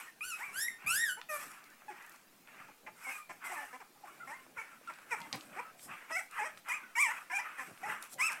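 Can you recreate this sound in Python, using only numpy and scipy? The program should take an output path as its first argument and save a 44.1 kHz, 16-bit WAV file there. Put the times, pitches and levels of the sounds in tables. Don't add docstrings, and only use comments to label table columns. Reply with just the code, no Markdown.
import sys
import numpy as np
from scipy import signal
from scipy.io import wavfile
from scipy.ndimage import uniform_filter1d

SR = 44100
rng = np.random.default_rng(int(sys.argv[2]) if len(sys.argv) > 2 else 0)


def store_wav(level_fs):
    pcm = np.round(np.clip(np.atleast_2d(level_fs), -1, 1) * 32767)
    wavfile.write(sys.argv[1], SR, pcm.T.astype(np.int16))


def makeup_ratio(level_db):
    decades = np.asarray(level_db, float) / 20
    return 10 ** decades


N = 370440

# frequency in Hz, density in dB per Hz.
HUSH_SPECTRUM = [(47, -42), (80, -44), (145, -11.5), (241, -2.5), (558, -10.5), (637, -11.5), (1060, -9),
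                 (1160, -42), (1970, -14), (15700, -18)]
HUSH_DB = -64.5
# start in seconds, level in dB, decay time t60 in seconds.
BUMPS = [
    (0.25, -62, 0.16),
    (.56, -66, 0.26),
    (0.84, -54.5, 0.46),
    (5.121, -62, 0.11),
    (6.95, -75, 0.1),
    (8.2, -66, 0.18),
    (6.11, -68, .1),
    (7.3, -70, .1),
    (3.45, -70, .1),
    (4.57, -59, 0.11),
]

# frequency in Hz, t60 in seconds.
ROOM_DECAY = [(200, .2), (1000, .22), (3000, .22), (8000, .2), (15000, .12)]
# frequency in Hz, gain in dB.
ROOM_COLOUR = [(400, -1.5), (1500, -0.5), (3500, 0.5), (8000, -1.5)]
# delay in seconds, level in dB.
SLAPS = [(.0132, -12), (.0218, -12), (.0335, -11), (.0471, -13)]

# start in seconds, rise in seconds, fall in seconds, level in dB.
SHUFFLES = [(.42, 0.081, 0.37, -62), (.84, 0.022, 0.66, -64.5), (1.0, 0.47, 0.18, -63),
            (1.6, 0.31, 0.11, -69), (2.2, 0.49, 0.076, -63.5), (2.8, 0.045, 0.27, -63),
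            (2.97, 0.14, 0.099, -66), (3.23, 0.12, 0.071, -66), (3.4, 0.14, 0.47, -72.5),
            (3.85, 0.33, 1, -64), (4.8, 0.49, 0.036, -59), (5.31, 0.04, 0.066, -48),
            (5.38, 0.069, 0.76, -61), (5.75, 0.14, 0.12, -56), (6.0, 0.53, 0.38, -68),
            (7.66, 0.026, 0.11, -50.5), (7.75, 0.12, 0.26, -57), (8.08, 0.05, 0.45, -60)]
# frequency in Hz, density in dB per Hz.
PAD_SPECTRUM = [(35, -38), (60, -6), (124, 1), (183, 15), (333, 9), (481, 5), (600, 10.5), (780, 11),
                (1320, -120)]
# start in seconds, peak in dB, centre in Hz.
SNAPS = [(1.2143, -35.5, 2035), (1.5165, -50, 7360), (1.6402, -53, 5200), (1.642, -56, 11000),
         (1.702, -57, 6500), (1.762, -71, 1450), (1.82, -49, 977), (2.0238, -55, 5690),
         (2.0637, -52, 11000), (2.095, -49, 11000), (2.119, -55, 5000), (2.124, -55, 13920),
         (2.16, -54, 5000), (2.474, -51, 1810), (2.6795, -55, 2050), (4.4644, -49.5, 700),
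         (4.564, -47.5, 500), (4.812, -48, 600), (4.874, -48, 2200), (4.9368, -52, 3560),
         (4.987, -46, 1510), (5.2036, -48, 7000), (5.2163, -43.5, 3700), (5.358, -44, 14000),
         (5.409, -44, 3460), (5.794, -48.5, 2480), (6.3116, -48.5, 7000), (6.574, -44, 2180),
         (6.595, -57, 2200), (7.463, -45, 1400), (7.488, -41, 1310), (7.775, -48, 1900),
         (6.5789, -53, 8000), (6.649, -56, 1385), (8.0247, -40.5, 8950), (8.027, -43, 5000),
         (8.041, -49, 9000), (8.1354, -53, 8350), (8.141, -44, 7000), (8.3195, -37.5, 7550),
         (8.33, -41, 7000)]
# start in seconds, peak in dB, ring of the claw in Hz.
TICKS = [
    (5.328, -23.5, 4230),
]
# frequency in Hz, level in dB, t60 in seconds.
WALL_MODES = [(290, -23.5, 0.2), (2890, -6, 0.008), (4250, -14, 0.05), (5000, -5, 0.008), (6100, -6, .006)]

# start in seconds, rise in
# seconds, fall in seconds, throat level in dB, hiss level in dB.
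PANTS = [(0, 0.00063, 0.2, -49, -55.5), (0, 0.071, 0.043, -53, -64), (.26, 0.14, 0.48, -50.5, -57.5),
         (.76, 0.063, 0.41, -51.5, -71), (1.27, 0.07, 0.34, -49.5, -49.5), (1.33, 0.1, 0.16, -49.5, -53),
         (1.42, 0.084, 0.83, -58, -71), (1.82, 0.16, 0.4, -52.5, -71), (1.98, 0.17, 0.11, -59.5, -67),
         (2.419, 0.072, .2, -58, -74), (2.46, 0.14, 0.26, -53, -72), (2.9, 0.21, 0.19, -46, -50.5),
         (3.27, 0.063, 0.11, -62, -63.5), (3.38, 0.061, 0.36, -46, -66), (3.432, 0.018, 0.35, -52, -52.5),
         (3.44, 0.097, 0.38, -49.5, -56), (3.54, 0.073, 0.15, -62, -62), (4.0, 0.075, 0.38, -56, -66.5),
         (4.2, 0.1, 0.28, -54, -61.5), (4.53, 0.053, 0.47, -53, -65), (4.76, 0.14, 0.55, -56.5, -68),
         (5.069, 0.048, 0.44, -48.5, -58.5), (5.3, 0.049, 0.38, -58, -60), (5.451, 0.12, 0.23, -48, -64.5),
         (5.752, 0.087, 0.089, -62.5, -50.5), (5.858, 0.052, 0.35, -46, -63.5),
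         (6.06, 0.055, 0.029, -42.5, -59), (6.13, 0.041, 0.16, -59, -53), (6.268, 0.11, 0.25, -41.5, -58),
         (6.53, 0.057, 0.046, -64, -65), (6.63, 0.059, 0.35, -44, -63), (6.945, 0.012, 0.064, -49, -62),
         (6.68, .008, 0.11, -54, -61), (7.03, 0.077, 0.25, -42, -54.5), (7.25, 0.2, 0.42, -45, -64),
         (7.52, 0.083, 0.45, -56, -58.5), (7.76, 0.14, 0.21, -41, -54), (7.98, 0.038, 0.19, -52, -58),
         (8.07, 0.063, 0.043, -64, -50), (8.162, 0.04, 0.15, -44, -65), (8.2, 0.13, 0.14, -41.5, -55.5)]
# frequency in Hz, width in Hz, level in dB.
PANT_RINGS = [(1280, 510, 6.5), (1560, 630, 3), (2270, 1060, 2.5), (2520, 65, 2)]
# frequency in Hz, density in dB per Hz.
HISS_SPECTRUM = [(1940, -30), (3300, -10), (4480, -11), (5490, -4.5), (6500, -7), (8160, 1.5), (9610, -5),
                 (11600, -3), (15700, -16)]
# frequency in Hz, density in dB per Hz.
LEAK_SPECTRUM = [(1940, -25), (3300, -12), (4300, -18), (5490, -9), (8160, -5), (11600, -5), (13000, -11),
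                 (14000, -13)]
REST_THROAT_DB, REST_HISS_DB, REST_PAWS_DB = -72, -93, -79.5
# start in
# seconds, length in seconds, first pitch in Hz, last pitch in Hz, level in dB.
WHISTLES = [(2.962, 0.066, 1400, 1400, -67), (3.042, 0.085, 2236, 2113, -45), (3.18, 0.09, 2420, 2390, -62),
            (3.15, 0.08, 1220, 1230, -57.5), (3.4, 0.098, 1290, 1300, -58),
            (3.69, 0.033, 1284, 1260, -57.5), (4.195, 0.06, 1448, 1317, -50),
            (4.055, 0.063, 1500, 1350, -59), (4.2, 0.033, 2000, 2050, -61),
            (4.37, 0.066, 1063, 1050, -62.5), (4.675, 0.11, 1400, 1310, -60), (5.155, 0.15, 990, 870, -55),
            (5.35, 0.054, 290, 310, -54.5), (3.51, .025, 968, 670, -47), (3.555, .1, 960, 680, -53.5),
            (5.207, 0.057, 2050, 2070, -55.5), (.075, 0.032, 1970, 1730, -52),
            (3.436, 0.11, 2114, 2000, -47), (3.565, 0.043, 1825, 1750, -44.5),
            (3.608, 0.05, 1740, 1800, -51.5), (4.583, 0.046, 2267, 2247, -46),
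            (7.582, 0.035, 1850, 1700, -43), (7.59, 0.04, 1060, 997, -46), (2.682, 0.021, 1000, 720, -59),
            (3.95, 0.026, 930, 720, -64), (4.033, 0.0174, 920, 707, -50), (7.299, 0.037, 1010, 996, -45),
            (7.305, 0.036, 1600, 1800, -41), (4.568, 0.012, 1470, 1440, -42), (6.78, 0.11, 1620, 1450, -57),
            (7.445, 0.07, 1330, 1200, -49.5), (7.89, 0.028, 2050, 1960, -42),
            (7.835, 0.023, 1900, 2040, -46)]

# start in seconds, length in seconds, first pitch in Hz,
# last pitch in Hz, level in dB.
GRUNTS = [(1.171, 0.034, 415, 512, -50), (2.867, 0.029, 172, 175, -49), (3.066, 0.043, 260.3, 267, -47.5),
          (3.293, 0.031, 208.5, 203.6, -48), (3.295, 0.028, 346.6, 342.4, -48),
          (3.497, 0.068, 386.4, 323.4, -48), (3.564, .086, 305, 271.5, -49),
          (3.728, 0.043, 247, 265, -47.5), (3.801, .031, 496, 312, -51), (4.047, 0.021, 399, 282, -56),
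          (4.274, 0.0564, 259.4, 309, -47.5), (4.895, 0.022, 356, 252, -47),
          (5.333, 0.025, 284, 236.5, -41.5), (6.106, 0.014, 326, 298, -41.5),
          (7.581, 0.059, 273.2, 250, -46.5), (7.865, 0.071, 444, 426, -46)]
# start in seconds, length in seconds, first pitch in Hz,
# last pitch in Hz, level in dB.
WIDE_GRUNTS = [
    (2.863, 0.022, 171.3, 173, -48.5),
    (3.292, 0.025, 346, 342, -52),
    (4.894, 0.021, 343, 259, -51),
    (7.299, 0.024, 350, 340, -42),
    (7.575, 0.057, 284.7, 251.5, -47),
]
# start in seconds, length in seconds, first pitch in Hz,
# last pitch in Hz, level in dB.
YIPS = [
    (0.6812, 0.0106, 2074, 1940, -32),
    (1.881, 0.029, 863, 820, -45),
    (1.901, 0.033, 405, 314, -51.5),
    (4.874, 0.022, 1414, 1335, -43),
    (5.652, 0.055, 1300, 1312, -53),
    (6.694, 0.031, 2430, 2427, -38.5),
    (6.953, 0.03, 2220, 2270, -37),
    (7.831, 0.037, 741, 890, -41.5),
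]
GRUNT_MOUTH_HZ, WIDE_MOUTH_HZ = 890, 2050
WIDE_THIN_DB = 9

# time in seconds, pitch in Hz, effort in dB,
# mouth opening as lift of the higher harmonics in dB.
SQUEALS = [
    [(.208, 1184, -39, -20), (.228, 1257, -42.5, -6), (.25, 1465, -50, 12), (.275, 1543, -52, 13.5),
     (.3, 1440, -50, 12), (.345, 1244, -37.5, -6), (.38, 1280, -66, 9)],
    [(.388, 729, -59, -3), (.42, 950, -44.5, -9), (.45, 1202, -46.5, -15), (.52, 1107, -53, -28)],
    [(.53, 1325, -56.5, 2.5), (.585, 1586, -39.5, 8), (.625, 1835, -43.5, 16.5), (.66, 1897, -39.5, 0),
     (.69, 1875, -48, 4), (.73, 1822, -52, -1), (.78, 1847, -58, -3)],
    [(.862, 1182, -45, -5), (.875, 1231, -33, -4.5), (.92, 1413, -39.5, 7.5), (.955, 1606, -35, 9.5),
     (.99, 1826, -38, 6.5), (1.04, 1885, -31.5, -5), (1.07, 1685, -38.5, 2.5), (1.105, 1457, -38, 3),
     (1.16, 1512, -50.5, -1)],
]
# time in seconds, pitch in Hz, effort in dB, mouth opening in dB.
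WHINES = [
    [(4.315, 890, -49, -15), (4.33, 940, -45.5, -20), (4.345, 1048, -53, -25), (4.37, 1055, -51, -6)],
    [(4.57, 538, -55, -9), (4.585, 449, -49.5, -2.5), (4.61, 444.5, -52, -4), (4.63, 475, -72, -21)],
    [(6.115, 654, -50, 4), (6.155, 655, -47, 7), (6.178, 777, -46.5, -1), (6.2, 617, -49.5, 8.5),
     (6.218, 890, -47, -20)],
    [(5.108, 519, -51, -1), (5.118, 496, -43, -3), (5.138, 447, -38, -10), (5.153, 409, -49, -10)],
    [(5.562, 361, -49.5, -11), (5.58, 394, -47.5, -12), (5.597, 485, -43, -12), (5.61, 536, -46, -17)],
    [(6.372, 1188, -63, -8), (6.385, 980, -41, -14), (6.397, 851, -36.5, -7), (6.412, 845, -38.5, -7)],
    [(6.41, 412.6, -46.5, -9), (6.43, 433, -39, -15), (6.445, 523, -47, -7), (6.458, 648, -51.5, 6),
     (6.47, 630, -49.5, 2), (6.485, 582, -56, 1)],
    [(7.315, 648, -60, 12), (7.335, 761, -43, -2), (7.352, 823, -46.5, 7), (7.385, 781, -42, 0),
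     (7.4, 1004, -37, -7), (7.415, 974, -51, 9)],
]
# time in seconds, pitch in Hz, effort in dB, mouth opening in dB.
YELPS = [
    [(6.685, 1050, -48, 11), (6.705, 949, -40.5, 0), (6.73, 1116, -35.5, -3), (6.75, 1280, -40.5, -5),
     (6.79, 1163, -48, -6)],
    [(6.955, 879, -51.5, 8), (6.98, 958, -34, -2), (7.005, 1162, -29, -1.5), (7.025, 1178, -28.5, -1),
     (7.045, 1088, -32, -3), (7.065, 935, -37.5, 0.5), (7.09, 858, -42, -1), (7.125, 1046, -41, -12)],
    [(8.183, 967, -52, 5), (8.205, 1009, -33.5, -1), (8.232, 1258, -30, 0), (8.25, 1289, -34, 0),
     (8.272, 1345, -40.5, 7), (8.288, 1220, -37, -3), (8.305, 920, -48, 1), (8.335, 854, -60.5, 24)],
]
# time in seconds, pitch in Hz, effort in dB, mouth opening in dB.
BRIGHT_WHINE = [(1.288, 644, -58.5, 3), (1.3, 623.6, -46.5, 0), (1.37, 579, -42, -8), (1.41, 582, -77, 2)]
# start in seconds, length in seconds, first pitch in Hz,
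# last pitch in Hz, effort in dB.
WHIMPERS = [
    (3.111, 0.063, 1280, 1192, -50.5),
    (4.612, 0.011, 491, 560, -55),
]
# frequency in Hz, level in dB.
THROAT = [(150, -14), (250, -3), (563, -2), (1850, 2.5), (2360, 7), (2530, -3.5), (3700, -32), (4470, -40),
          (5220, -16), (6880, -22.5), (8320, -12.5), (9390, -32), (10800, -21.5), (13500, -50)]
# frequency in Hz, level in dB.
SQUEAL_MOUTH = [(1940, -32), (3300, -19), (4010, -25.5), (5500, -15), (6020, -24.5), (7360, -14),
                (9000, -20), (11100, -12), (12800, -26), (13600, -21)]
# frequency in Hz, level in dB.
NOSE = [(1850, 2), (2500, 1.5), (3100, -31), (4500, -33), (6000, -18), (8000, -22), (11000, -12),
        (13200, -16)]
# pitch in Hz,
# second over fundamental in dB.
SECOND_LEAD = [(300, 2), (450, 14), (600, 3.5), (850, -2.5), (960, 3.5), (1220, 13.5), (1350, 4.5),
               (1600, -16), (1900, -13.5)]
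JITTER_S = 7e-6
WHEEZE_DB = -15.5


def evened(x):
    return x / np.sqrt(np.mean(x ** 2) + 1e-20)


def read(points, hz):
    f, value = np.transpose(points)
    return np.interp(np.log(hz + 1), np.log(f + 1), value)


def add(mix, s, sound):
    part = mix[round(s * SR):][:len(sound)]
    part += sound[:len(part)]


def wobble(size, span_s):
    width = max(round(span_s * SR), 2)
    return evened(uniform_filter1d(uniform_filter1d(rng.standard_normal(size), width), width))


def noise(shape_db, patchy_db):
    hz = np.fft.rfftfreq(512, 1 / SR)
    real, imag, patches = rng.standard_normal((N // 128 + 5, 257, 3)).T
    patches = uniform_filter1d(patches, size=2, axis=0)
    patches = evened(uniform_filter1d(patches, size=16, axis=1))
    z = (real + 1j * imag) * makeup_ratio(shape_db(hz)[:, None] + patchy_db * patches)
    return evened(signal.istft(z, nperseg=512, noverlap=384)[1][:N])


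def burst_through(size, low_hz, high_hz):
    band = signal.butter(2, [low_hz, high_hz], "band", fs=SR)
    return signal.lfilter(*band, rng.standard_normal(size))


def swells(rows, rest_db):
    power = np.full(N, makeup_ratio(2 * rest_db))
    for s, rise, fall, db in rows:
        t = np.arange(0, rise + fall, 1 / SR)
        flow = np.minimum(t / rise, 1 - (t - rise) / fall)
        add(power, max(s, 0), makeup_ratio(2 * db) * flow ** 4)
    return np.sqrt(power)


def house_hush():
    return makeup_ratio(HUSH_DB) * noise(lambda hz: read(HUSH_SPECTRUM, hz), 2.8)


def bump(s, db, t60):
    t = np.arange(SR // 3) / SR
    low = burst_through(len(t), 60, 220)
    return s, makeup_ratio(db - 60 * t / t60) * evened(low) * np.minimum(t / 0.0099, 1)


def hand_rumble():
    low = signal.butter(2, 8, fs=SR, output="sos")
    hand = makeup_ratio(-80.0) * evened(signal.sosfilt(low, rng.standard_normal(N)))
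    for row in BUMPS:
        add(hand, *bump(*row))
    return hand


def room(x):
    taps = np.zeros(SR // 2)
    at = np.arange(300, SR // 2 - 20, 20)
    taps[at + rng.integers(0, 20, len(at))] = rng.choice([-1., 1.], len(at))
    hz, t, z = signal.stft(taps, SR, nperseg=256)
    gain_db = read(ROOM_COLOUR, hz)[:, None] - 60 * t / read(ROOM_DECAY, hz)[:, None]
    tail = signal.istft(z * makeup_ratio(gain_db), SR, nperseg=256)[1]
    tail = tail / np.linalg.norm(tail)
    for s, db in SLAPS:
        add(tail, s, makeup_ratio(db) * np.array([1, -.6]))
    return signal.fftconvolve(x, tail)[:N]


def paws():
    return swells(SHUFFLES, REST_PAWS_DB) * noise(lambda hz: read(PAD_SPECTRUM, hz), 3.5)


def snap(s, db, hz):
    t = np.arange(600) / SR
    burst = burst_through(len(t), .6 * hz, min(1.5 * hz, 20000))
    return s, makeup_ratio(db - 60 * t / 0.015) * evened(burst)


def tick(s, db, hz):
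    t = np.arange(4000) / SR
    crack = burst_through(len(t), 2600, 6000) * makeup_ratio(-60 * t / 0.024)
    ring = np.sin(2 * np.pi * hz * t) * makeup_ratio(-60 * t / .005)
    wall = np.zeros(len(t))
    for mode_hz, mode_db, t60 in WALL_MODES:
        struck_hz = mode_hz * rng.uniform(0.93, 0.98)
        wall += makeup_ratio(mode_db - 60 * t / t60) * np.sin(2 * np.pi * struck_hz * t)
    return s, makeup_ratio(db) * (0.75 * crack + .3 * ring + 0.58 * wall)


def throat_shape(hz):
    rings = sum(makeup_ratio(2 * db) / (1 + (2 * (hz - f) / width) ** 2) ** 1.41 for f, width, db in PANT_RINGS)
    edges = 1 / (1 + (hz / 3000) ** 12) / (1 + (620 / (hz + 1)) ** 5)
    return 10 * np.log10(rings * edges)


def breath(wheeze):
    puffs = PANTS
    throat_gain = swells([row[:-1] for row in puffs], REST_THROAT_DB)
    hiss_gain = swells([row[:-2] + row[-1:] for row in puffs], REST_HISS_DB)
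    throat = noise(throat_shape, 3.2)
    hiss = noise(lambda hz: read(HISS_SPECTRUM, hz), 3.9)
    leak = noise(lambda hz: read(LEAK_SPECTRUM, hz), 1.5)
    flutter = makeup_ratio(1.1 * wobble(N, .015))
    return flutter * (throat_gain * throat + hiss_gain * hiss + wheeze * leak)


def whistle(s, length, first_hz, last_hz, db):
    t = np.arange(0, length, 1 / SR)
    hz = np.linspace(first_hz, last_hz, len(t)) * (1 + .02 * wobble(len(t), .004))
    swell = np.sin(np.pi * t / length) ** .6 * makeup_ratio(db + 3 * wobble(len(t), .008))
    return s, swell * np.sqrt(2) * np.sin(2 * np.pi * np.cumsum(hz) / SR)


def harmonics(hz, level_db, smear):
    top_hz = .3 * SR
    k = np.arange(1, min(40, int(top_hz / hz.min())) + 1)[:, None]
    cycles = np.cumsum(hz) / SR + smear * wobble(len(hz), .0012)
    turns = k * cycles + rng.random(k.shape)
    flicker_db = np.array([wobble(len(hz), .012) for _ in k]) * np.minimum(.7 * k, 4.5)
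    level = makeup_ratio(level_db(k) + flicker_db) * (k * hz < top_hz)
    return (level * np.cos(2 * np.pi * turns)).sum(0) * np.sqrt(2)


def grunt(s, length, first_hz, last_hz, db, mouth_hz, thin_db=3):
    t = np.arange(0, length, 1 / SR)
    hz = np.linspace(first_hz, last_hz, len(t)) * (1 + .013 * wobble(len(t), .006))

    def level_db(k):
        f = k * hz
        mouth_db = 12 / (1 + ((f - mouth_hz) / 260) ** 2)
        tilt_db = -1.3 * np.log2(f / 300) + thin_db * np.minimum(np.log2(f / 900), 0)
        return 0.73 * read(THROAT, f) + mouth_db + tilt_db

    tone = evened(harmonics(hz, level_db, .011))
    ends = np.clip(np.minimum(t / 0.0013, (length - t) / 0.0047), 0, 1)
    return s, makeup_ratio(db) * tone * ends * np.sin(np.pi * (0.3 + .5 * t / length))


def whimper(s, length, first_hz, last_hz, db):
    mouth_db = -2
    return [(s, first_hz, db + 1, mouth_db),
            (s + length / 2, (first_hz + last_hz) / 2, db, mouth_db),
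            (s + length, last_hz, db + 2, mouth_db)]


def cry(rows, nasal=False):
    s, *columns = np.transpose(rows)
    t = np.arange(s[0], s[-1], 1 / SR)
    curves = [uniform_filter1d(np.interp(t, s, c), size=350, mode="nearest") for c in columns]
    hz, effort_db, mouth_db = curves
    lead_db = read(SECOND_LEAD, hz)
    first_db = effort_db - np.maximum(lead_db, 0)
    second_db = effort_db + np.minimum(lead_db, 0)
    hz = hz * (1 + .004 * wobble(len(t), .006) + .008 * wobble(len(t), .015))
    tremble_db = 1.1 * wobble(len(t), .006) + 1.1 * wobble(len(t), .0015)
    colour = NOSE if nasal else SQUEAL_MOUTH if hz.max() > 1420 else THROAT

    def level_db(k):
        upper_db = effort_db + mouth_db + read(colour, k * hz)
        return np.where(k == 1, first_db, np.where(k == 2, second_db, upper_db)) + tremble_db

    tone = harmonics(hz, level_db, JITTER_S * hz)
    ends = np.clip(np.minimum((t - s[0]) / 0.00075, (s[-1] - t) / 0.0052), 0, 1)
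    return s[0], tone * ends, makeup_ratio(effort_db + mouth_db + WHEEZE_DB) * ends


def scene():
    near, wheeze = np.zeros((2, N))
    cries = [cry(rows) for rows in SQUEALS + WHINES + YELPS]
    cries += [cry(BRIGHT_WHINE, nasal=True)]
    cries += [cry(whimper(*row)) for row in WHIMPERS]
    for s, tone, leak in cries:
        add(near, s, tone)
        add(wheeze, s, leak)
    for row in GRUNTS:
        add(near, *grunt(*row, GRUNT_MOUTH_HZ))
    for s, length, first_hz, last_hz, db in YIPS:
        add(near, *grunt(s, length, first_hz, last_hz, db, (first_hz + last_hz) / 2))
    for row in WIDE_GRUNTS:
        add(near, *grunt(*row, WIDE_MOUTH_HZ, WIDE_THIN_DB))
    for row in WHISTLES:
        add(near, *whistle(*row))
    for row in SNAPS:
        add(near, *snap(*row))
    for row in TICKS:
        add(near, *tick(*row))
    echoes = makeup_ratio(-10) * room(near)
    return (near + echoes + breath(wheeze) + paws() + house_hush())[None]


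def top_cut(x):
    return signal.sosfilt(signal.butter(12, 15810, fs=SR, output="sos"), x)


def record(dry):
    thin = signal.sosfilt(signal.butter(4, 105, "high", fs=SR, output="sos"), dry)
    return top_cut(thin + hand_rumble())


dry = scene()
out = record(dry)
store_wav(out)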